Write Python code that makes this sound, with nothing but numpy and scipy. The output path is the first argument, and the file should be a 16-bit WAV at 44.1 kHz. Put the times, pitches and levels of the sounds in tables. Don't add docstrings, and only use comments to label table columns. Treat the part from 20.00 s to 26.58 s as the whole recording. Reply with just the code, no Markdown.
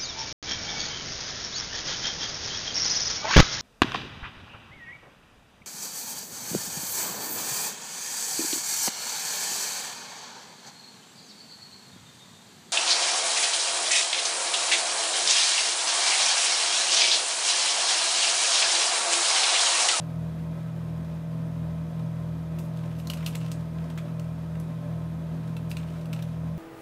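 import sys
import numpy as np
from scipy import signal
from scipy.fft import rfft, irfft
from scipy.io import wavfile

SR = 44100
rng = np.random.default_rng(int(sys.argv[2]) if len(sys.argv) > 2 else 0)


def dump(signal):
    limited = np.clip(np.atleast_2d(signal).T, -1, 1)
    pcm = np.round(limited * 32767).astype(np.int16)
    wavfile.write(sys.argv[1], SR, pcm)


N = 290178

# frequency in Hz, relative level in dB.
CRACK_COLOUR = [(1800, -34), (3000, -0.5), (5000, 2), (8600, 1.5), (10000, -7), (12000, -7)]
# frequency in Hz, relative level in dB.
SIZZLE_COLOUR = [(7000, -18), (10000, -4.5), (12000, -0.5), (14000, -7), (15800, -14)]
# start of the hold in seconds, length of the hold in seconds, crackle level in dB.
FINGER_GRIPS = [(2.779, .24, -63.5), (3.111, 0.34, -57), (3.799, 0.31, -67), (5.417, 0.068, -63.5),
                (5.76, .22, -62.5), (6.162, 0.094, -63.5)]


def amp(db):
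    return 10 ** (np.asarray(db) / 20)


def evened(x):
    return x / np.sqrt(np.mean(x ** 2) + 1e-30)


def read(points, hz):
    f, value = np.transpose(points)
    return np.interp(np.log(hz + 1), np.log(f + 1), value)


def add(mix, s, sound):
    part = mix[round(s * SR):][:len(sound)]
    part += sound[:len(part)]


def drift(hz):
    f = np.fft.rfftfreq(N, 1 / SR)
    keep_slow = (f > 0) * np.exp(-(f / hz) ** 2)
    return evened(irfft(rfft(rng.standard_normal(N)) * keep_slow, N))


def colour(x, points, size=2048):
    log_gain = np.log(amp(read(points, abs(np.fft.fftfreq(size, 1 / SR)))))
    response = np.fft.ifft(np.exp(np.conj(signal.hilbert(log_gain)))).real
    return signal.fftconvolve(x, response[:size // 2])[:len(x)]


def air(level_db=-44.0, swell_db=0.48, ripple_db=2.5, ripple_hz=23.82):
    # frequency in Hz, relative level in dB per Hz.
    air_colour = [(28, -23), (55, -10), (85, -7), (125, -1.5), (175, -7), (225, -8.5), (420, -10.5),
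                  (700, -13.5), (1400, -19), (2000, -23), (3500, -30), (5500, -36.5), (13600, -39),
                  (15800, -48)]
    # frequency in Hz, width in Hz, lift in dB.
    resonances = [(171, 15, 10), (212.2, 10.3, 14), (249.5, 26.6, 10), (268.5, 16.7, 8.5), (311.6, 15, 5.5),
                  (349, 8, 8.5), (563, 19, 5.5), (587.5, 18, 13.5), (616.5, 6, 8.5), (644, 27, 4.5),
                  (695, 39, 6), (1020, 53, 3), (1054, 25, 8), (1295, 44, 6), (1490, 116, 3.5),
                  (3920, 230, 3), (5000, 460, 2)]
    hz = np.fft.rfftfreq(N, 1 / SR)
    lift_db = sum(db / (1 + (2 * (hz - f) / width) ** 2) for f, width, db in resonances)
    ripple = np.interp(hz / ripple_hz, np.arange(N), rng.standard_normal(N))
    shape_db = read(air_colour, hz) + lift_db + ripple_db * ripple * (hz > 700)
    level = amp(level_db + swell_db * drift(10.4))
    rush = irfft(rfft(rng.standard_normal(N)) * amp(shape_db), N)
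    return level * evened(rush)


def motor(magnet_db=-42.0, sideband_db=-52.5, waver=0.00045, flutter_db=0.92,
          low_swell_s=0.34, magnet_swell_s=0.11):
    # multiple of the shaft's speed, level in dB.
    shaft_tones = [(1, -69.5), (2, -48), (3, -49.5), (4, -33.5), (8, -65.5), (12, -57.5), (16, -57.5),
                   (20, -77), (23, -67.5), (24, -66), (25, -84), (28, -92)]
    shaft_hz, mains_hz = 40.47, 59.975
    t = np.arange(N) / SR
    turns = np.cumsum(shaft_hz * (1 + waver * drift(2.6))) / SR
    starts = rng.random(len(shaft_tones))
    cycles = {round(k): round(k) * turns + start for (k, db), start in zip(shaft_tones, starts)}
    hum = sum(amp(db) * np.sin(2 * np.pi * cycles[round(k)]) for k, db in shaft_tones)
    beat_hz = 3 * shaft_hz - 2 * mains_hz
    magnet_cycles = cycles[3] - beat_hz * (t - magnet_swell_s)
    hum += amp(magnet_db) * np.sin(2 * np.pi * magnet_cycles)
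    sideband_cycles = cycles[2] - beat_hz * (t - low_swell_s)
    hum += amp(sideband_db) * np.sin(2 * np.pi * sideband_cycles)
    return np.sqrt(2) * hum * amp(flutter_db * drift(6.8))


def room(x, early_db=-17.5, tail_db=-8.0, build_s=0.0045, count=16):
    # frequency in Hz, time to fall by 60 dB in seconds.
    decay_times = [(300, 0.53), (1500, 0.12), (4000, 0.15), (10000, 0.27), (16000, 0.068)]
    t = np.arange(SR // 2) / SR
    early = np.zeros(len(t))
    delays = rng.uniform(0.0025, 0.019, count)
    early[(delays * SR).astype(int)] = rng.choice([-1, 1], count) / np.sqrt(count)
    hz, at, z = signal.stft(rng.standard_normal(len(t)), SR, nperseg=256)
    decay = amp(-60 * at / read(decay_times, hz)[:, None])
    tail = signal.istft(z * decay, SR, nperseg=256)[1][:len(t)]
    tail = tail * (1 - np.exp(-(t / build_s) ** 2))
    echoes = amp(early_db) * early + amp(tail_db) * tail / np.linalg.norm(tail)
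    return x + signal.fftconvolve(x, echoes)[:N]


def effort(squeeze_s=0.077, release_s=0.18, resting_db=-70):
    t = np.arange(N) / SR
    grips = []
    for start, hold, db in FINGER_GRIPS:
        swell = np.minimum(t - start, 0) / squeeze_s
        ease = np.maximum(t - start - hold, 0) / release_s
        grips.append(amp(db) * np.exp(swell - ease))
    return np.maximum(np.max(grips, 0), amp(resting_db))


def crackle(ticks_per_s=1600, spread_db=1.0, clump_db=4.0, clump_hz=110):
    # frequency in Hz, relative level in dB.
    wrinkle_colour = [(400, -14), (1000, 1.5), (1900, -2.5), (2700, 0), (3800, -2.5), (5500, -6),
                      (8500, -10), (13000, -17), (15800, -18)]
    sizes = amp(spread_db * np.minimum(rng.exponential(1, N), 4)) * rng.choice([-1, 1], N)
    ticks = sizes * (rng.random(N) < ticks_per_s / SR)
    ticks = ticks * amp(clump_db * drift(clump_hz))
    return evened(colour(ticks, wrinkle_colour)) * effort()


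def rubs(crack_db=0.5, grain_db=3.0, grain_hz=400):
    # middle in seconds, half length in seconds, level in dB.
    slides = [(2.645, .035, -65), (2.995, 0.017, -60), (5.71, 0.013, -51.5)]
    t = np.arange(N) / SR
    press = sum(amp(db) * np.exp(-((t - s) / half) ** 2) for s, half, db in slides)
    press = press * evened(amp(grain_db * drift(grain_hz)))
    fine, coarse = rng.standard_normal((2, N))
    fizz = evened(colour(fine, SIZZLE_COLOUR))
    return press * (fizz + amp(crack_db) * evened(colour(coarse, CRACK_COLOUR)))


def buckle(t, length, slips_per_s=7000, fade=1.0, first=3.3):
    slips = rng.standard_normal(len(t)) * (rng.random(len(t)) < slips_per_s / SR)
    slips[0] = first
    return slips * np.exp(-fade * t / length)


def sheet(t, length, rise=0.19, fade=0.66, jolt=1.6):
    swell = 1 - np.exp(-t / (rise * length))
    waves = rng.standard_normal(len(t)) * np.exp(-fade * t / length) * swell
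    waves[0] = jolt
    return waves


def mode(t, hz, width):
    return t * np.exp(-1.5 * np.pi * width * hz * t) * np.sin(2 * np.pi * hz * t)


def snap(length, hz, ring, crack, sizzle, ring_db=-1.0, crack_db=0.9, sizzle_db=-0.3, flex_db=-28.5,
         flex_share=0.46, bass_edge=0.57, size=2048):
    # multiple of its pitch, width as a share of the mode's frequency,
    # relative level in dB.
    facet_modes = [(1.02, 0.21, 6), (1.45, 0.27, 2.5), (1.85, .25, -8.5)]
    # frequency in Hz, relative level in dB.
    paper_colour = [(200, -28), (450, -1), (650, -2.5), (900, -3), (1600, 1), (2100, -13), (3500, -30)]
    t, length = np.arange(size) / SR, max(length, 1 / 2000)
    facet = np.zeros(size)
    for k, width, db in facet_modes:
        shaken = signal.fftconvolve(buckle(t, length), mode(t, k * hz, width))[:size]
        facet += amp(db) * evened(shaken)
    facet = signal.lfilter(*signal.butter(2, bass_edge * hz, "high", fs=SR), facet)
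    sound = amp(ring + ring_db) * evened(facet)
    sound += amp(crack + crack_db) * evened(colour(sheet(t, length), CRACK_COLOUR))
    sound += amp(sizzle + sizzle_db) * evened(colour(sheet(t, length), SIZZLE_COLOUR))
    sound += amp(flex_share * ring + flex_db) * evened(colour(sheet(t, length), paper_colour))
    return sound * np.sqrt(length / t[-1])


def small_snaps(per_s=40, length_s=0.005, pitch_hz=2500, spread_octaves=0.21, over_db=5.5,
                spread_db=3.0, crack_db=-15.0, sizzle_db=-21.0, count=24):
    out = np.zeros(N)
    for start, hold, db in FINGER_GRIPS:
        draws = zip(rng.random((count, 2)), rng.standard_normal((count, 2)))
        for (place, chance), (pitch, strength) in draws:
            ring = db + over_db + spread_db * strength
            hz = pitch_hz * 2 ** (spread_octaves * pitch)
            sound = snap(length_s, hz, ring, ring + crack_db, ring + sizzle_db)
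            happens = chance < per_s * hold / count
            add(out, start + place * hold, sound * happens)
    return out


def snaps():
    clear_snaps = [(2.586, 0.0086, 2600, -50.5, -52, -53), (2.772, .003, 3360, -51, -56, -60),
                   (3, 0.0027, 2630, -46, -60, -60), (3.072, 0.0027, 4260, -37, -55, -46),
                   (3.1, 0.0033, 3010, -28.5, -38.5, -40), (3.135, 0.0037, 2560, -38, -43, -46),
                   (3.171, 0.0052, 2840, -50, -54, -65), (3.2623, .0019, 3980, -33, -38, -44),
                   (3.264, 0.0022, 3100, -29, -40, -39), (3.2697, 0.0092, 2580, -40.5, -49, -45),
                   (3.3505, 0.0033, 2540, -39.5, -48, -51), (3.354, 0.0018, 2300, -34.5, -36.5, -40.5),
                   (3.463, .0026, 2890, -45, -57, -61), (3.516, .0036, 2700, -43.5, -39, -52),
                   (3.785, .0031, 2540, -49.5, -72, -76), (3.9007, .003, 3120, -49, -52, -71),
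                   (3.976, 0.0047, 1730, -41, -48, -57), (3.985, .0062, 2340, -43.5, -62, -70),
                   (4.196, .0027, 2800, -48, -48, -65), (4.554, 0.0041, 1770, -46.5, -63, -76),
                   (4.6, 0.0018, 1720, -65, -51, -46.5), (5.567, .0037, 2650, -41.5, -53, -54),
                   (5.715, 0.002, 2680, -33.5, -45, -49), (5.769, .0025, 2500, -35, -43, -58),
                   (5.781, .0032, 2540, -54, -57, -60), (6.0562, .0028, 2890, -49, -56, -57),
                   (6.13, 0.003, 2480, -38.5, -43.5, -47), (6.135, 0.0018, 2640, -38, -49, -58),
                   (6.163, .003, 2760, -47, -66, -66), (6.191, .0049, 2330, -47, -58, -61),
                   (6.224, 0.0028, 3360, -43.5, -50, -48)]
    out = np.zeros(N)
    for s, *facet in clear_snaps:
        add(out, s, snap(*facet))
    return out


def scene():
    pouch = snaps() + small_snaps() + crackle() + rubs()
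    return (air() + motor() + room(pouch))[None]


def record(dry, echo_s=0.000337, echo_db=-22.5, edge_hz=15720):
    hz = np.fft.rfftfreq(N, 1 / SR)
    echo = amp(echo_db) * np.exp(-2j * np.pi * hz * echo_s)
    combed = irfft(rfft(dry) * (1 + echo), N)
    low_pass = signal.firwin(511, edge_hz, window=("kaiser", 9), fs=SR)
    return signal.oaconvolve(combed, low_pass[None], "same")


dry = scene()
out = record(dry)
dump(out)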